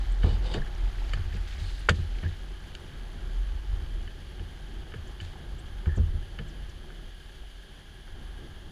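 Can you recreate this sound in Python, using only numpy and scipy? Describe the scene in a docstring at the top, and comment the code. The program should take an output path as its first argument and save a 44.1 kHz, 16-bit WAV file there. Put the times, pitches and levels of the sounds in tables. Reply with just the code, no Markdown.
"""On a calm river, an inflatable raft is rowed downstream, heard from a mount on its frame.
The oars knock, ping and rub in their locks, the air tubes thump, and a loose fitting buzzes.
The blades splash and leave a wake of ringing bubbles, which fades as the raft glides.
Under it the mount shudders, the hull rumbles, wavelets lap and a distant riffle hisses.
Faint, thin chirps, perhaps distant swallows, come now and then."""
import sys
import numpy as np
from scipy import signal
from scipy.fft import rfft, irfft
from scipy.io import wavfile
from scipy.ndimage import uniform_filter1d

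SR = 44100
rng = np.random.default_rng(int(sys.argv[2]) if len(sys.argv) > 2 else 0)


def store_pcm(level_fs):
    """Save levels as 16-bit WAV."""
    pcm = np.round(np.clip(level_fs, -1, 1) * 32767).astype(np.int16)
    wavfile.write(sys.argv[1], SR, np.atleast_2d(pcm).T)


N = 384111
TIME = np.arange(N) / SR


def oar_knocks(crack_db=-4):
    """Impact excitation: a shaft chatters in its lock and rings the modes of frame and lock."""
    # blows: (time [s], level [dB], low-pass [Hz], high-pass [Hz], chatter t60 [s], ping re ring [dB])
    blows = [(.232, -38, 2780, 900, 0.1, 4), (.5385, -38, 5500, 2400, .012, 4),
             (.541, -33.5, 13000, 1090, .052, -1), (1.093, -46.5, 9000, 2000, .038, -5),
             (1.1331, -35.5, 2400, 600, .02, -16), (1.135, -35, 11900, 1000, 0.04, 0),
             (1.173, -45, 1800, 700, .03, 2), (1.8875, -14.5, 1900, 850, 0.0083, -15),
             (1.892, -17.5, 11900, 280, 0.066, -28), (2.185, -46, 5000, 2500, 0.018, -3),
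             (2.235, -43, 2800, 1200, .044, 1), (2.7508, -40, 13000, 2500, .012, -14),
             (4.076, -45.5, 3130, 2300, .012, 2), (4.395, -48, 4000, 900, .04, 1),
             (4.920, -48, 3300, 800, 0.033, 4), (4.938, -41.5, 3100, 500, 0.068, -3),
             (5.2018, -40, 3600, 2740, .03, 11), (5.21, -50, 13000, 4500, .08, -21),
             (5.249, -52, 11000, 3500, .05, -14), (5.857, -42.5, 3200, 400, 0.094, -13),
             (5.985, -53, 1800, 400, .04, -11), (6.3879, -38, 4230, 600, .056, 1),
             (6.902, -49, 2400, 700, .046, -3), (8.077, -51.5, 2000, 900, .03, -11)]
    # modes of oar and frame: (frequency [Hz], level [dB], t60 before the blow's damping [s])
    frame_modes = [(435, -13, .08), (494, -5, .1), (614, -9, .09), (1040, -14, .04), (1263, -4, .06),
                   (1466, 1, .05), (1603, -2, .05), (1688, -4, .04), (1780, -4, .11), (2232, -2, .04),
                   (2458, -10, .05), (2682, -6, .05), (2950, -8, .06), (3225, -5, .05), (3624, -9, .045),
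                   (4247, -15, .04), (4587, -8, .045), (6336, -18, .04), (6874, -18, .04), (7600, -18, .04)]
    # modes of the metal lock: (frequency [Hz], level [dB], t60 [s])
    lock_modes = [(1743, -2.5, 0.11), (3017, 5.5, 0.041), (4540, -4.5, 0.045), (7000, -7, .035)]
    # contact noise: (frequency [Hz], gain [dB])
    crack_spectrum = [(200, -6), (450, 1.5), (900, -5.5), (1500, -8.5), (2000, -3.5), (3200, -3),
                      (4600, -12), (5500, -17), (7600, -15), (10000, -27), (14000, -34)]
    out, t = np.zeros(N), np.arange(8192) / SR
    ring = sum((-1) ** k * mode(t, *row) for k, row in enumerate(frame_modes))
    ping = unit(sum(mode(t, *row) for row in lock_modes))
    for s, db, hard_hz, low_hz, chatter_t60, ping_db in blows:
        crack = colour(rng.standard_normal(len(t)) * fade(t, chatter_t60), crack_spectrum)
        damped_ring = unit(ring * fade(t, 4 * chatter_t60))
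        blow = damped_ring + amp(crack_db) * unit(crack) + amp(ping_db) * ping
        softened = cut(cut(blow, hard_hz, "low"), hard_hz, "low")  # longer contact excites less treble
        add(out, s, amp(db) * unit_peak(cut(softened, low_hz, "high"), size=220))
    return out


def tube_thumps(rise_s=0.0028, boom_t60=0.29):
    """Damped vibration: air tubes boom at a pitch set by where they are hit; their skin slaps water."""
    # blows: (time [s], boom [dB], pitch [Hz], slap [dB], slap t60 [s], slap low-pass [Hz])
    blows = [(0.24, -18.5, 78.1, -28, 0.22, 610), (.31, -27, 84.6, -39, 0.22, 350),
             (.545, -33, 91.8, -31.5, 0.22, 600), (1.140, -36.5, 93, -39, 0.21, 404),
             (1.191, -32, 88, -53, 0.11, 250), (1.337, -34, 90.6, -39.5, 0.093, 300),
             (1.619, -34.5, 91, -62, .1, 200), (1.895, -22.5, 82, -25.5, 0.16, 323),
             (1.986, -24.5, 82.2, -39, 0.12, 200), (2.231, -30.5, 78.5, -36.5, 0.097, 600),
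             (2.257, -26.5, 86.7, -51, 0.084, 500), (3.239, -38, 64, -62, 0.089, 200),
             (3.529, -31, 64.4, -66, .1, 200), (3.722, -34, 71, -54, 0.11, 200),
             (3.821, -36.5, 68.5, -62, .1, 200), (4.402, -35.5, 81.4, -53, 0.087, 600),
             (4.936, -40, 105.4, -39.5, 0.1, 400), (4.98, -37, 77.2, -59, .1, 250),
             (5.217, -36.5, 84, -48, 0.1, 250), (5.53, -39.5, 64, -43.5, 0.22, 400),
             (5.869, -20, 76, -33.5, 0.096, 800), (5.973, -25, 98.2, -32.5, 0.1, 417),
             (5.995, -18, 79, -43, 0.12, 400), (6.143, -27, 72.3, -44, 0.13, 400),
             (6.392, -36.5, 150.7, -38.5, 0.1, 298)]
    # other tube modes: (frequency [Hz], level re the main mode [dB], t60 [s])
    tube_modes = [(59.8, -9, .25), (143.9, -18, 0.31), (188, -20.5, 0.09), (355, -22, 0.13)]
    # skin on water: (frequency [Hz], gain [dB])
    slap_spectrum = [(70, -11.5), (130, 3.5), (185, -1.5), (250, -12.5), (350, -11.5), (560, -15),
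                     (800, -14), (1500, -14), (4000, -50)]
    # hollow hull resonances: (frequency [Hz], width [Hz], gain [dB])
    hull_peaks = [(135, 6.5, 5), (199.4, 32, 6.5), (357, 54, 3), (464.4, 59, 10.5), (595, 13, 0)]
    out, t = np.zeros(N), np.arange(SR // 2) / SR
    ring = sum(mode(t, *row) for row in tube_modes)
    swell = 1 - np.exp(-t / rise_s)  # soft rubber gives way before it pushes back
    for s, boom_db, hz, slap_db, slap_t60, corner_hz in blows:
        boom = (mode(t, hz, 0, boom_t60) + ring) * swell
        burst = rng.standard_normal(len(t)) * fade(t, slap_t60) * swell
        slap = cut(colour(burst, slap_spectrum, hull_peaks), corner_hz, "low")
        add(out, s, amp(boom_db) * unit_peak(boom, size=900) + amp(slap_db) * unit_peak(slap, size=700))
    return out


def shaft_rub(grip_db=2.0, slips_per_s=450, slip_db=-3):
    """Stick-slip friction: a shaft catches and slips in its lock, driving its own resonances."""
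    # slides: (time [s], length [s], starting level [dB], change with oar load [dB/s])
    slides = [(0.216, 0.14, -42.5, -13), (0.424, .14, -44, 40)]
    # friction noise: (frequency [Hz], gain [dB])
    rub_spectrum = [(100, 6), (160, 13.5), (260, 2), (400, -5.5), (850, 1.5), (1300, -9), (2300, -8),
                    (3100, -8.5), (4000, -7), (4900, -8), (5400, -19), (9000, -22.5), (10500, -52)]
    # shaft resonances: (frequency [Hz], width [Hz], gain [dB])
    shaft_peaks = [(493, 70, 16), (840, 120, 3.5), (2960, 180, 15), (3670, 260, 9), (4670, 300, 4)]
    pressure = np.zeros(N)
    for s, length, db, growth in slides:
        load = amp(db + growth * np.clip(TIME - s, 0, length))
        pressure += load * envelope(s, length, attack=0.019, t60=0.13)
    slips = unit(rng.uniform(-1.15, 1, N) * (rng.random(N) < slips_per_s / SR))
    friction = (rng.standard_normal(N) + amp(slip_db) * slips) * amp(grip_db * drift(120))
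    return pressure * unit(colour(friction, rub_spectrum, shaft_peaks))


def fitting_rattle(fitting_hz=1720, width_hz=220, t60=0.055, trim_db=-1):
    """Narrow-band resonance: each bounce of a loose fitting gives a short, dry buzz."""
    # bounces: (time [s], relative level [dB])
    bounces = [(.580, -42.5), (.618, -39.5), (.666, -48), (1.323, -46), (2.229, -47), (2.248, -43),
               (2.263, -41), (5.893, -43.5), (5.905, -50), (5.92, -46), (5.940, -47), (5.957, -48)]
    out, t = np.zeros(N), np.arange(SR // 10) / SR
    for s, db in bounces:
        chatter = cut(complex_noise(len(t)) * fade(t, t60), width_hz / 2, "low")
        buzz = (chatter * np.exp(2j * np.pi * fitting_hz * t)).real
        add(out, s - 0.002, amp(db + trim_db) * unit_peak(buzz, size=220))
    return out


def blade_splashes(wake_db=-56, pull_end_s=0.77, fade_db_per_s=1.5, wash_db=-1, mist_db=-3):
    """Bubble resonance: tiny bubbles fizz in the fading wake; fine spray hisses with each splash."""
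    # a blade breaks the surface: (time [s], length [s], swish [dB], spray [dB])
    splashes = [(0, 0.023, -57, -68), (0.836, 0.045, -55, -70), (0.975, 0.23, -55.5, -75),
                (1.317, 0.026, -51.5, -68), (1.465, .08, -50.5, -72), (1.582, 0.12, -57.5, -52.5),
                (1.74, 0.058, -57.5, -62), (1.937, 0.03, -55, -57), (2.1, 0.22, -58.5, -75),
                (5.197, .05, -56, -67)]
    # stirred water: (frequency [Hz], gain [dB])
    swish_spectrum = [(500, -9.5), (1500, 6), (3200, 4.5), (4700, 3), (5400, -2.5), (7000, -4),
                      (9500, -15.5), (11000, -14), (14000, -17)]
    # fine spray: (frequency [Hz], gain [dB])
    spray_spectrum = [(1200, -27), (2500, -12), (4300, -1), (5500, -13), (7500, -14), (10000, -19),
                      (13000, -33)]
    fizz = bubbles(per_s=1200, low_hz=1450, high_hz=11500, cycles=14.3, spread_db=0.0)
    fine_fizz = bubbles(per_s=2200, low_hz=2500, high_hz=13000, cycles=8.5, spread_db=1.5, count=12)
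    swish = unit(colour(fizz + amp(wash_db) * rng.standard_normal(N), swish_spectrum))
    spray = unit(colour(fine_fizz + amp(mist_db) * rng.standard_normal(N), spray_spectrum))
    swish_gain = amp(wake_db - fade_db_per_s * np.maximum(TIME - pull_end_s, 0))
    spray_gain = np.zeros(N)
    for s, length, swish_db, spray_db in splashes:
        splash = envelope(s, length, attack=0.0096, t60=0.7)
        swish_gain = np.hypot(swish_gain, amp(swish_db) * splash)  # incoherent sounds add in power
        spray_gain = np.hypot(spray_gain, amp(spray_db) * splash)
    return swish_gain * swish + spray_gain * spray


def raft_shudder(mount_hz=41.6, wander_hz=2.29, beat_depth=0.75, shudder_db=-0.73, rumble_db=6.5):
    """Random forcing: the jostled mount beats near its natural frequency over the hull's rumble."""
    # the raft's motion: (time [s], relative shudder [dB], relative rumble [dB])
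    motion = [(0.0, -22, -50), (0.51, -28.5, -45), (0.61, -34, -39), (0.85, -27.5, -45.5),
              (1.36, -33.5, -41), (1.75, -37.5, -46.5), (2.13, -30.5, -48), (2.86, -41, -52.5),
              (3.49, -28, -47.5), (3.66, -39, -52), (3.71, -29, -42), (4.15, -40, -51),
              (5.85, -38.5, -48.5), (6.02, -32, -38.5), (6.72, -41, -51.5), (7.76, -49.5, -61.5),
              (8.22, -38.5, -50), (8.71, -51, -52.5)]
    # hull vibration: (frequency [Hz], gain [dB])
    rumble_spectrum = [(8, -14.5), (25, 8.5), (45, -18), (65, 0), (90, -2.5), (115, -18), (170, -52),
                       (400, -59), (1000, -100)]
    swing = np.exp(2j * np.pi * np.cumsum(mount_hz + wander_hz * drift(9.66)) / SR)
    beats = 1 + beat_depth * (drift(7) + 1j * drift(7))
    shudder = unit((swing * beats).real)
    rumble = unit(colour(rng.standard_normal(N), rumble_spectrum) * amp(1.5 * drift(7)))
    return amp(shudder_db) * level(motion, 1) * shudder + amp(rumble_db) * level(motion, 2) * rumble


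def lapping(lap_db=3, gurgle_db=1, bubble_db=-5.0, slosh_swing_db=1.63, pop_swing_db=1.7):
    """Air entrainment: wavelets slosh under the hollow tubes and trap bubbles that ring in surges."""
    # water at the hull: (time [s], relative lapping [dB], relative gurgle [dB])
    water = [(0.0, -50, -53), (0.26, -49, -56), (0.41, -45.5, -53.5), (0.87, -52.5, -55.5),
             (1.11, -50.5, -55.5), (1.84, -56, -62), (2.11, -51, -59), (2.38, -52.5, -60),
             (3.76, -52, -57.5), (4.07, -52.5, -61.5), (5.19, -52.5, -59), (6.48, -51.5, -61),
             (7.42, -58.5, -65.5), (7.98, -57, -64), (8.27, -53.5, -60), (8.71, -51.5, -61.5)]
    # sloshing: (frequency [Hz], gain [dB])
    lap_spectrum = [(80, -0.5), (118, -2), (145, 3), (170, -4), (205, -4), (290, -10), (365, -3),
                    (440, -13), (600, -15), (1000, -29), (3000, -79)]
    # trapped air: (frequency [Hz], gain [dB])
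    gurgle_spectrum = [(300, -10), (550, -6), (720, 1.5), (830, 5.5), (950, -3), (1120, -1), (1400, -0.5),
                       (2000, -6.5), (4000, -38.5), (10000, -43)]
    wavelets = drift(5.9)
    slosh = unit(colour(rng.standard_normal(N) * amp(slosh_swing_db * wavelets), lap_spectrum))
    pops = bubbles(per_s=400, low_hz=451, high_hz=2420, cycles=18, spread_db=4.0)
    pops = unit(colour(pops * amp(pop_swing_db * wavelets), gurgle_spectrum))
    wash = unit(colour(rng.standard_normal(N), gurgle_spectrum))
    gurgle = unit(wash + amp(bubble_db) * pops)
    return amp(lap_db) * level(water, 1) * slosh + amp(gurgle_db) * level(water, 2) * gurgle


def distant_riffle(level_db=-55.5, swell_db=0.7):
    """Cavity resonance: the microphone's housing colours the even hiss of far broken water."""
    # broken water: (frequency [Hz], gain [dB])
    hiss_spectrum = [(300, -2.5), (1000, -16), (1650, -7.5), (2000, -8), (2550, -12), (3200, 0.5),
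                     (3950, -11.5), (4500, -9), (5400, -18), (6500, -15.5), (8200, -26), (9500, -19.5),
                     (10800, -29.5), (12300, -22), (14500, -35)]
    # housing cavities: (frequency [Hz], width [Hz], gain [dB])
    housing_peaks = [(1643, 210, 11), (2965, 320, 3), (10040, 380, 13)]
    gain = amp(level_db + swell_db * drift(21.0))
    return gain * unit(colour(rng.standard_normal(N), hiss_spectrum, housing_peaks))


def thin_chirps(half_width_hz=550):
    """Frequency modulation: a swept narrow noise band makes thin chirps, perhaps distant swallows."""
    # glides: (time [s], length [s], start pitch [Hz], end pitch [Hz], level [dB])
    glides = [(0.114, 0.016, 6500, 9200, -61), (0.744, .012, 5600, 6000, -62),
              (1.784, 0.028, 6500, 11500, -63), (5.07, 0.016, 6000, 7500, -63),
              (5.58, 0.029, 6540, 9250, -64), (5.957, 0.028, 8500, 5600, -59.5),
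              (6.473, 0.047, 8800, 3970, -65), (6.692, 0.015, 8400, 4200, -62)]
    out = np.zeros(N)
    for s, length, start_hz, end_hz, db in glides:
        hz = np.geomspace(start_hz, end_hz, int(length * SR))
        rasp = cut(complex_noise(4096), half_width_hz, "low")[-len(hz):]
        glide = (rasp * np.exp(2j * np.pi * np.cumsum(hz) / SR)).real
        add(out, s, amp(db) * unit(glide * signal.windows.tukey(len(hz), 0.5)))
    return out


def bubbles(per_s, low_hz, high_hz, cycles, spread_db, count=24):
    """Volume pulsation: bubbles of count sizes ring at random times, each rising in pitch."""
    out = np.zeros(N + SR)
    draws = rng.random((int(per_s * N / SR), 2))
    starts = (draws[:, 0] * N).astype(int)
    gains = amp(spread_db * np.minimum(-np.log(1 - draws[:, 1]), 4))
    for k, hz in enumerate(np.geomspace(low_hz, high_hz, count)):
        age = np.linspace(0, 1, int(cycles / hz * SR) + 2)
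        ring = np.sin(2 * np.pi * cycles * age * (1 + 0.083 * age)) * fade(age, 0.93)
        samples = starts[k::count, None] + np.arange(len(age))
        np.add.at(out, samples, gains[k::count, None] * ring / np.linalg.norm(ring))
    return unit(out[:N])


def mode(t, hz, db, t60):
    """Normal mode: an exponentially damped sine."""
    return amp(db) * np.sin(2 * np.pi * hz * t) * fade(t, t60)


def fade(t, t60):
    """Exponential decay of 60 dB in t60."""
    return np.exp(-np.log(1000) * t / t60)


def envelope(s, length, attack, t60):
    """Linear rise from time s, a hold until s + length, then exponential decay."""
    t = TIME - s
    return np.clip(t / attack, 0, 1) * fade(np.maximum(t - length, 0), t60)


def complex_noise(size):
    """White noise with independent real and imaginary parts."""
    return rng.standard_normal(size) + 1j * rng.standard_normal(size)


def drift(hz):
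    """Random fluctuation of rms 1, rolling off above hz."""
    coarse = TIME[::64]
    rolloff = 1 + (np.fft.rfftfreq(len(coarse), coarse[1]) / hz) ** 4
    spectrum = rfft(rng.standard_normal(len(coarse))) / rolloff
    return np.interp(TIME, coarse, unit(irfft(spectrum, len(coarse))))


def colour(x, points, peaks=()):
    """Minimum-phase filter with a given spectrum and optional resonant peaks."""
    size = 8192
    hz = abs(np.fft.fftfreq(size, 1 / SR))
    point_hz, point_db = np.transpose(points)
    shape_db = np.interp(np.log(hz + 1), np.log(point_hz), point_db)
    shape_db += sum(db / (1 + (2 * (hz - centre) / width) ** 2) for centre, width, db in peaks)
    response = np.exp(np.conj(signal.hilbert(np.log(amp(shape_db)))))
    impulse = irfft(response[:size // 2 + 1])[:size // 2]
    return signal.oaconvolve(x, impulse)[:len(x)]


def cut(x, hz, kind):
    """Second-order low-pass or high-pass."""
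    return signal.sosfilt(signal.butter(2, min(hz, SR / 2 - 1), kind, fs=SR, output="sos"), x)


def amp(db):
    """Decibels to gain."""
    return 10 ** (np.asarray(db) / 20)


def level(rows, column):
    """Gain over time, interpolated from one dB column."""
    rows = np.asarray(rows)
    return amp(np.interp(TIME, rows[:, 0], rows[:, column]))


def unit(x):
    """Normalises to rms 1."""
    return x / np.sqrt(np.mean(x ** 2) + 1e-20)


def unit_peak(x, size):
    """Normalises so that the loudest stretch of size samples has rms 1."""
    return x / np.sqrt(uniform_filter1d(x ** 2, size, mode="constant").max() + 1e-20)


def add(mix, s, sound):
    """Mixes a sound in at time s."""
    part = mix[max(round(s * SR), 0):][:len(sound)]
    part += sound[:len(part)]


def scene():
    """Superposition: oars, raft, river and chirps sum at one microphone."""
    impacts = oar_knocks() + tube_thumps() + fitting_rattle()
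    chirps = thin_chirps()
    strokes = shaft_rub() + blade_splashes()
    return (impacts + strokes + raft_shudder() + lapping() + distant_riffle() + chirps)[None]


def record(dry, edge_hz=15300):
    """Band limiting: a steep low-pass removes the highest treble."""
    low_pass = signal.firwin(511, edge_hz, window=("kaiser", 9), fs=SR)
    return signal.oaconvolve(dry, low_pass[None], "same")


dry = scene()
out = record(dry)
store_pcm(out)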